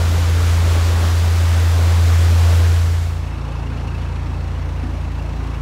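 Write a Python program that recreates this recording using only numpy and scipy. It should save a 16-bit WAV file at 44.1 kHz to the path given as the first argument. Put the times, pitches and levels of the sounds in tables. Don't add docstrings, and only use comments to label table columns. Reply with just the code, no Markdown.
import sys
import numpy as np
from scipy import signal
from scipy.fft import rfft, irfft, next_fast_len
from scipy.io import wavfile
from scipy.ndimage import uniform_filter1d, map_coordinates

SR = 44100
rng = np.random.default_rng(int(sys.argv[2]) if len(sys.argv) > 2 else 0)


def convert_level_to_amplitude(level_db):
    exponent = np.asarray(level_db, float) / 20
    return 10 ** exponent


def wav_record(signal):
    frames = np.transpose(np.atleast_2d(signal))
    bounded = np.clip(frames, -1, 1)
    quanta = np.round(bounded * 32767).astype(np.int16)
    wavfile.write(sys.argv[1], SR, quanta)


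N = 247401

# (firing cycles at start [cycles], firing rate [1/s], drift [1/s per s])
LOCK_ENGINE = (.937, 28.248, -.0077)
CUT_ENGINE = (.914, 28.247, -.0099)
LOCK_LEADS = [-.29, .32, 0, .13, -.03, .24]
CUT_LEADS = [.05, -.36, .46, .05, 0, .16]
# (direct level [dB], echo over direct [0-1], time when in step [s], beat period [s])
LOCK_ORDERS = [(-56, .05, 1.5, 3), (-35, 0.96, 0.15, 3.7), (-14, 0, 1.8, 3), (-48, 0.66, 2.4, 5.4),
               (-40, 0.35, 2.25, 2.35), (-46.5, 0.2, 1.5, 3)]
CUT_ORDERS = [(-49, .05, 3.5, 3), (-25, 0.087, 5.4, 3.2), (-26.8, 0.32, 4.48, 2.56), (-38, 0.64, 3.9, 2.12),
              (-33, 0.11, 3.15, 3.7), (-42.5, 0.22, 3.87, 1.9)]
# (time [s], lift [dB], lead [cycles])
CHAMBER_BOOM = [
    (0, -1, -.02),
    (.7, .9, .02),
    (1.05, -.5, 0),
    (1.7, 1.3, -.01),
    (2.4, 3, .01),
    (3.3, 2.6, .2),
]
# (frequency [Hz], level [dB])
POUR_COLOUR = [(110, -9), (190, -1.5), (248, -9), (291, -2), (354, -6.5), (480, -4.5), (675, -7.5),
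               (1260, -8.5), (3500, -21.5), (4550, -72), (7700, -120)]
SPRAY_COLOUR = [(880, -23), (1500, -5), (2730, -6.5), (3780, -5), (7590, -10), (8370, -14), (13800, -19),
                (15700, -22)]
RUMBLE_COLOUR = [(15, -30), (30, -14), (70, 5.5), (120, 1), (200, -1.5), (300, -7), (500, -48)]
WASH_COLOUR = [(110, -24), (190, -11.5), (251, -3), (330, -7.5), (506, -11), (643, -12.5), (930, -9.5),
               (1680, -17.5), (2770, -24), (4400, -28), (4950, -32.5), (5500, -30.5), (8000, -38),
               (15700, -52)]
CLATTER_COLOUR = [(1000, -30), (2000, -4), (3500, -1), (4900, -5), (5500, -6), (8000, -13.5), (12000, -22),
                  (15700, -31)]
DRONE_COLOUR = [(150, -40), (210, -1.5), (250, -3), (310, -3), (350, -14), (500, -60)]
# (time [s], lift [dB])
WATER_SLUGS = [
    (.17, 1),
    (1.05, 2),
    (1.72, 0.2),
    (2.08, 0.9),
    (2.53, 0),
]
# (frequency [Hz], width [Hz], level [dB])
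PANEL_MODES = [(2180, 130, -4.5), (2630, 66, 1), (2880, 31, -2), (5400, 270, -19)]
# (time [s], peak level [dB])
VALVE_TICKS = [
    (3.5208, -65),
    (3.877, -51),
    (3.9808, -52),
    (4.763, -50),
    (5.0124, -54),
    (5.1177, -55),
    (5.1875, -47),
    (5.2225, -48),
]
# (time [s], peak level [dB], pitch [Hz])
PANEL_KNOCKS = [(3.319, -33, 2660), (3.382, -38, 2630), (3.5581, -35, 2650), (3.6253, -39, 2820),
                (3.66, -35, 2740), (3.7021, -36, 2565), (3.735, -38, 2610), (3.768, -37, 2860),
                (3.8787, -37, 2800), (3.942, -36, 2655), (3.9824, -38, 2880), (4.02, -35, 2860),
                (4.054, -35, 2640), (4.3366, -37, 2670), (4.55, -37, 2920), (4.761, -39, 2820),
                (5.008, -41, 2740), (5.186, -33, 2700), (5.543, -40, 2660)]
# (time [s], lift [dB])
DRONE_SWELLS = [
    (3.65, 4),
    (4.05, 8),
    (4.85, 6.5),
    (5.3, 4.5),
]
# (middle [s], half-length [s], share of top cells nearly empty [0-1])
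TREBLE_GAPS = [
    (.6, .65, .12),
    (3.9, .8, .24),
]

DISSOLVE_START_S, DISSOLVE_LENGTH_S = 2.483, 1
POUR_DB, SPRAY_DB, SLUG_WIDTH_S = -29, -33, 0.047
CLATTER_DB, RATTLE_DB = -56.5, -49
SETTLE_TIME_S, SETTLE_WIDTH_S = 4.26, .15
KNOCK_LENGTH_S = 0.035
WASH_DB, DRONE_DB, SWELL_WIDTH_S = -36, -44.5, 0.081
TOP_HZ = 15730


def unit(x):
    return x / np.sqrt(np.mean(x ** 2) + 1e-20)


def curves(rows):
    times, *columns = np.transpose(rows)
    return [np.interp(np.arange(N) / SR, times, column) for column in columns]


def bumps(rows, width_s):
    t = np.arange(N) / SR
    return sum(height * np.exp(-((t - s) / width_s) ** 2) for s, height in rows)


def wobble(rate):
    return map_coordinates(rng.standard_normal(int(N * rate / SR) + 4), [np.arange(N) * rate / SR])


def filtered(x, response):
    size = next_fast_len(N + SR // 2)
    hz = np.fft.rfftfreq(size, 1 / SR)
    return irfft(rfft(x, size) * response(hz), size)[:N]


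def coloured(x, spectrum):
    f, db = np.transpose(spectrum)
    return unit(filtered(x, lambda hz: convert_level_to_amplitude(np.interp(np.log(hz + 1), np.log(f + 1), db))))


def patchy(depth_db):
    z = signal.stft(rng.standard_normal(N), nperseg=512)[2]
    field = uniform_filter1d(rng.standard_normal(z.shape), size=6, axis=0)
    field = uniform_filter1d(field, size=12, axis=1)
    return signal.istft(z * convert_level_to_amplitude(depth_db * unit(field)), nperseg=512)[1][:N]


def cycles(engine):
    start, rate, drift = engine
    t = np.arange(N) / SR
    return start + rate * t + drift * t ** 2 / 2


def exhaust(engine, leads, orders, boom, unsteady_db):
    turn = cycles(engine)
    t = np.arange(N) / SR
    out = 0
    for k, ((db, echo, step_s, period_s), lead, waver_db) in enumerate(zip(orders, leads, unsteady_db)):
        lift_db, shift = boom if k == 2 else (0, 0)
        angle = 2 * np.pi * ((k + 1) * turn + lead + shift)
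        echo_lag = 2 * np.pi * (t - step_s) / period_s
        tone = np.cos(angle) + echo * np.cos(angle - echo_lag)
        out = out + np.sqrt(2) * convert_level_to_amplitude(db + lift_db + waver_db * wobble(7)) * tone
    return out


def droplets(count, spread_db):
    where, size, sign = rng.random((count, 3)).T
    clicks = np.sign(sign - .5) * convert_level_to_amplitude(-spread_db * np.log(size))
    return np.bincount((where * N).astype(int), clicks, N)


def bubbles(count, middle_hz):
    length = 1200
    where, size = rng.random((count, 2)).T
    hz = middle_hz * np.exp(0.441 * rng.standard_normal(count))[:, None]
    cycle = hz * np.arange(length) / SR
    envelope = cycle * np.exp(-cycle / 2.1)
    tones = convert_level_to_amplitude(5.3 * size)[:, None] * np.sin(2 * np.pi * (cycle + 0.013 * cycle ** 2)) * envelope
    index = (where * N).astype(int)[:, None] + np.arange(length)
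    return unit(np.bincount(index.ravel(), tones.ravel(), N + length)[:N])


def falling_water():
    pour_db = POUR_DB + bumps(WATER_SLUGS, SLUG_WIDTH_S)
    surge = wobble(1.65)
    pour_gain = convert_level_to_amplitude(pour_db + 0.37 * surge + 0.49 * wobble(11.37))
    pour = pour_gain * coloured(patchy(depth_db=1.03), POUR_COLOUR)
    gurgle = convert_level_to_amplitude(pour_db - 13.5) * bubbles(count=2500, middle_hz=805)
    fizz = unit(patchy(depth_db=0.44)) + 0.69 * unit(droplets(count=20000, spread_db=1.5))
    spray = convert_level_to_amplitude(SPRAY_DB + 0.22 * surge + 0.46 * wobble(12.5)) * coloured(fizz, SPRAY_COLOUR)
    rumble = convert_level_to_amplitude(-36.5 + 0.54 * wobble(5)) * coloured(patchy(depth_db=0.0), RUMBLE_COLOUR)
    return pour + gurgle + spray + rumble


def panel_response(hz):
    out = 0
    for k, (centre, width, db) in enumerate(PANEL_MODES):
        ringing = 1j * hz * width / (centre * centre - hz * hz + 1j * hz * width)
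        out = out + (-1) ** k * convert_level_to_amplitude(db) * ringing
    return out


def valve_gear():
    settled = .5 + .5 * np.tanh((np.arange(N) / SR - SETTLE_TIME_S) / SETTLE_WIDTH_S)
    turn = cycles(CUT_ENGINE) + 0.05
    number = np.floor(turn).astype(int)
    within = turn - number
    clatter_shape = np.exp(-((within - 0.45) / 0.16) ** 2)
    rattle_shape = np.exp(-((within - 0.49) / 0.32) ** 2)
    firing, shake = rng.uniform(-1.8, 1, (number.max() + 2, 2))[number].T
    firing = firing + 0.13 * (-1.) ** number
    clatter = clatter_shape * convert_level_to_amplitude(2.4 * firing) * rng.standard_normal(N)
    clatter = coloured(clatter, CLATTER_COLOUR)
    rattle = rattle_shape * convert_level_to_amplitude(1.9 * firing + 1.6 * shake) * rng.standard_normal(N)
    rattle = unit(filtered(rattle, panel_response))
    return convert_level_to_amplitude(CLATTER_DB - 1.3 * settled) * clatter + convert_level_to_amplitude(RATTLE_DB - 3 * settled) * rattle


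def valve_ticks():
    out = np.zeros(N + SR)
    t = np.arange(400) / SR
    for s, db in VALVE_TICKS:
        gain = convert_level_to_amplitude(db - 3 - 60 * t / .03) * (1 - np.exp(-t / .0008))
        out[round(s * SR):][:len(t)] += gain * rng.standard_normal(len(t))
    return out[:N]


def gear_whine():
    return convert_level_to_amplitude(-54 + 1.2 * wobble(7.0)) * np.cos(2 * np.pi * 18 * cycles(CUT_ENGINE))


def knocks():
    out = np.zeros(N + SR)
    t = np.arange(round(KNOCK_LENGTH_S * SR)) / SR
    envelope = np.sin(np.pi * (t / t[-1]) ** 0.63) ** 2
    for s, db, hz in PANEL_KNOCKS:
        blur = np.cumsum(0.086 * rng.standard_normal(len(t)))
        angle = 2 * np.pi * hz * t + blur
        ring = np.sin(angle) + 0.18 * np.sin(2 * angle)
        out[round(s * SR):][:len(t)] += convert_level_to_amplitude(db - 7.0) * ring * envelope
    return out[:N]


def wash():
    push_db = 0.62 * np.cos(2 * np.pi * (cycles(CUT_ENGINE) - .39))
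    slide = convert_level_to_amplitude(WASH_DB + 0.26 * wobble(3.86) + push_db) * coloured(patchy(depth_db=1.0), WASH_COLOUR)
    gurgle = convert_level_to_amplitude(WASH_DB - 9.0) * bubbles(count=900, middle_hz=746)
    rumble = convert_level_to_amplitude(-38.5 + 0.6 * wobble(4.6)) * coloured(patchy(depth_db=1.5), RUMBLE_COLOUR)
    return slide + gurgle + rumble


def engine_bay_drone():
    drone_db = DRONE_DB + bumps(DRONE_SWELLS, SWELL_WIDTH_S)
    throb = 1 + 0.41 * np.cos(4 * np.pi * (cycles(CUT_ENGINE) - .46))
    return convert_level_to_amplitude(drone_db + 1.7 * wobble(7.6)) * throb * coloured(patchy(depth_db=2.0), DRONE_COLOUR)


def scene():
    progress = np.clip((np.arange(N) / SR - DISSOLVE_START_S) / DISSOLVE_LENGTH_S, 0, 1)
    cut_share = np.sin(np.pi / 2 * progress) ** 2
    lock_waver_db = [1.2, .8, 0.083, 0.7, 1.1, 2.2]
    cut_waver_db = [1.2, .25, 0.14, 0.6, 0.44, 1.7]
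    lock = exhaust(LOCK_ENGINE, LOCK_LEADS, LOCK_ORDERS, curves(CHAMBER_BOOM), lock_waver_db)
    lock = lock + falling_water()
    cut = exhaust(CUT_ENGINE, CUT_LEADS, CUT_ORDERS, (0, 0), cut_waver_db)
    cut = cut + valve_gear() + valve_ticks() + gear_whine() + knocks() + wash() + engine_bay_drone()
    return ((1 - cut_share) * lock + cut_share * cut)[None]


def gappy_treble(x):
    hz, t, z = signal.stft(x, SR, nperseg=1024)
    luck = rng.random((len(hz) // 3 + 1, len(t) // 4 + 1))
    luck = luck.repeat(3, axis=0).repeat(4, axis=1)[:len(hz), :len(t)]
    spells = .02 + sum(top * np.exp(-((t - s) / half) ** 2) for s, half, top in TREBLE_GAPS)
    share = spells * np.clip((hz[:, None] - 7500) / 6500, 0, 1.3) ** 2
    return signal.istft(z * np.where(luck < share, .03, 1), SR, nperseg=1024)[1][:N]


def treble_response(hz):
    return np.where(hz > 7950, convert_level_to_amplitude(0.5), 1) * (hz < TOP_HZ)


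def roll_off(x):
    return signal.sosfilt(signal.butter(12, 16120, fs=SR, output="sos"), x)


def record(dry):
    mix = filtered(gappy_treble(dry[0]), treble_response)[None]
    return roll_off(mix)


dry = scene()
out = record(dry)
wav_record(out)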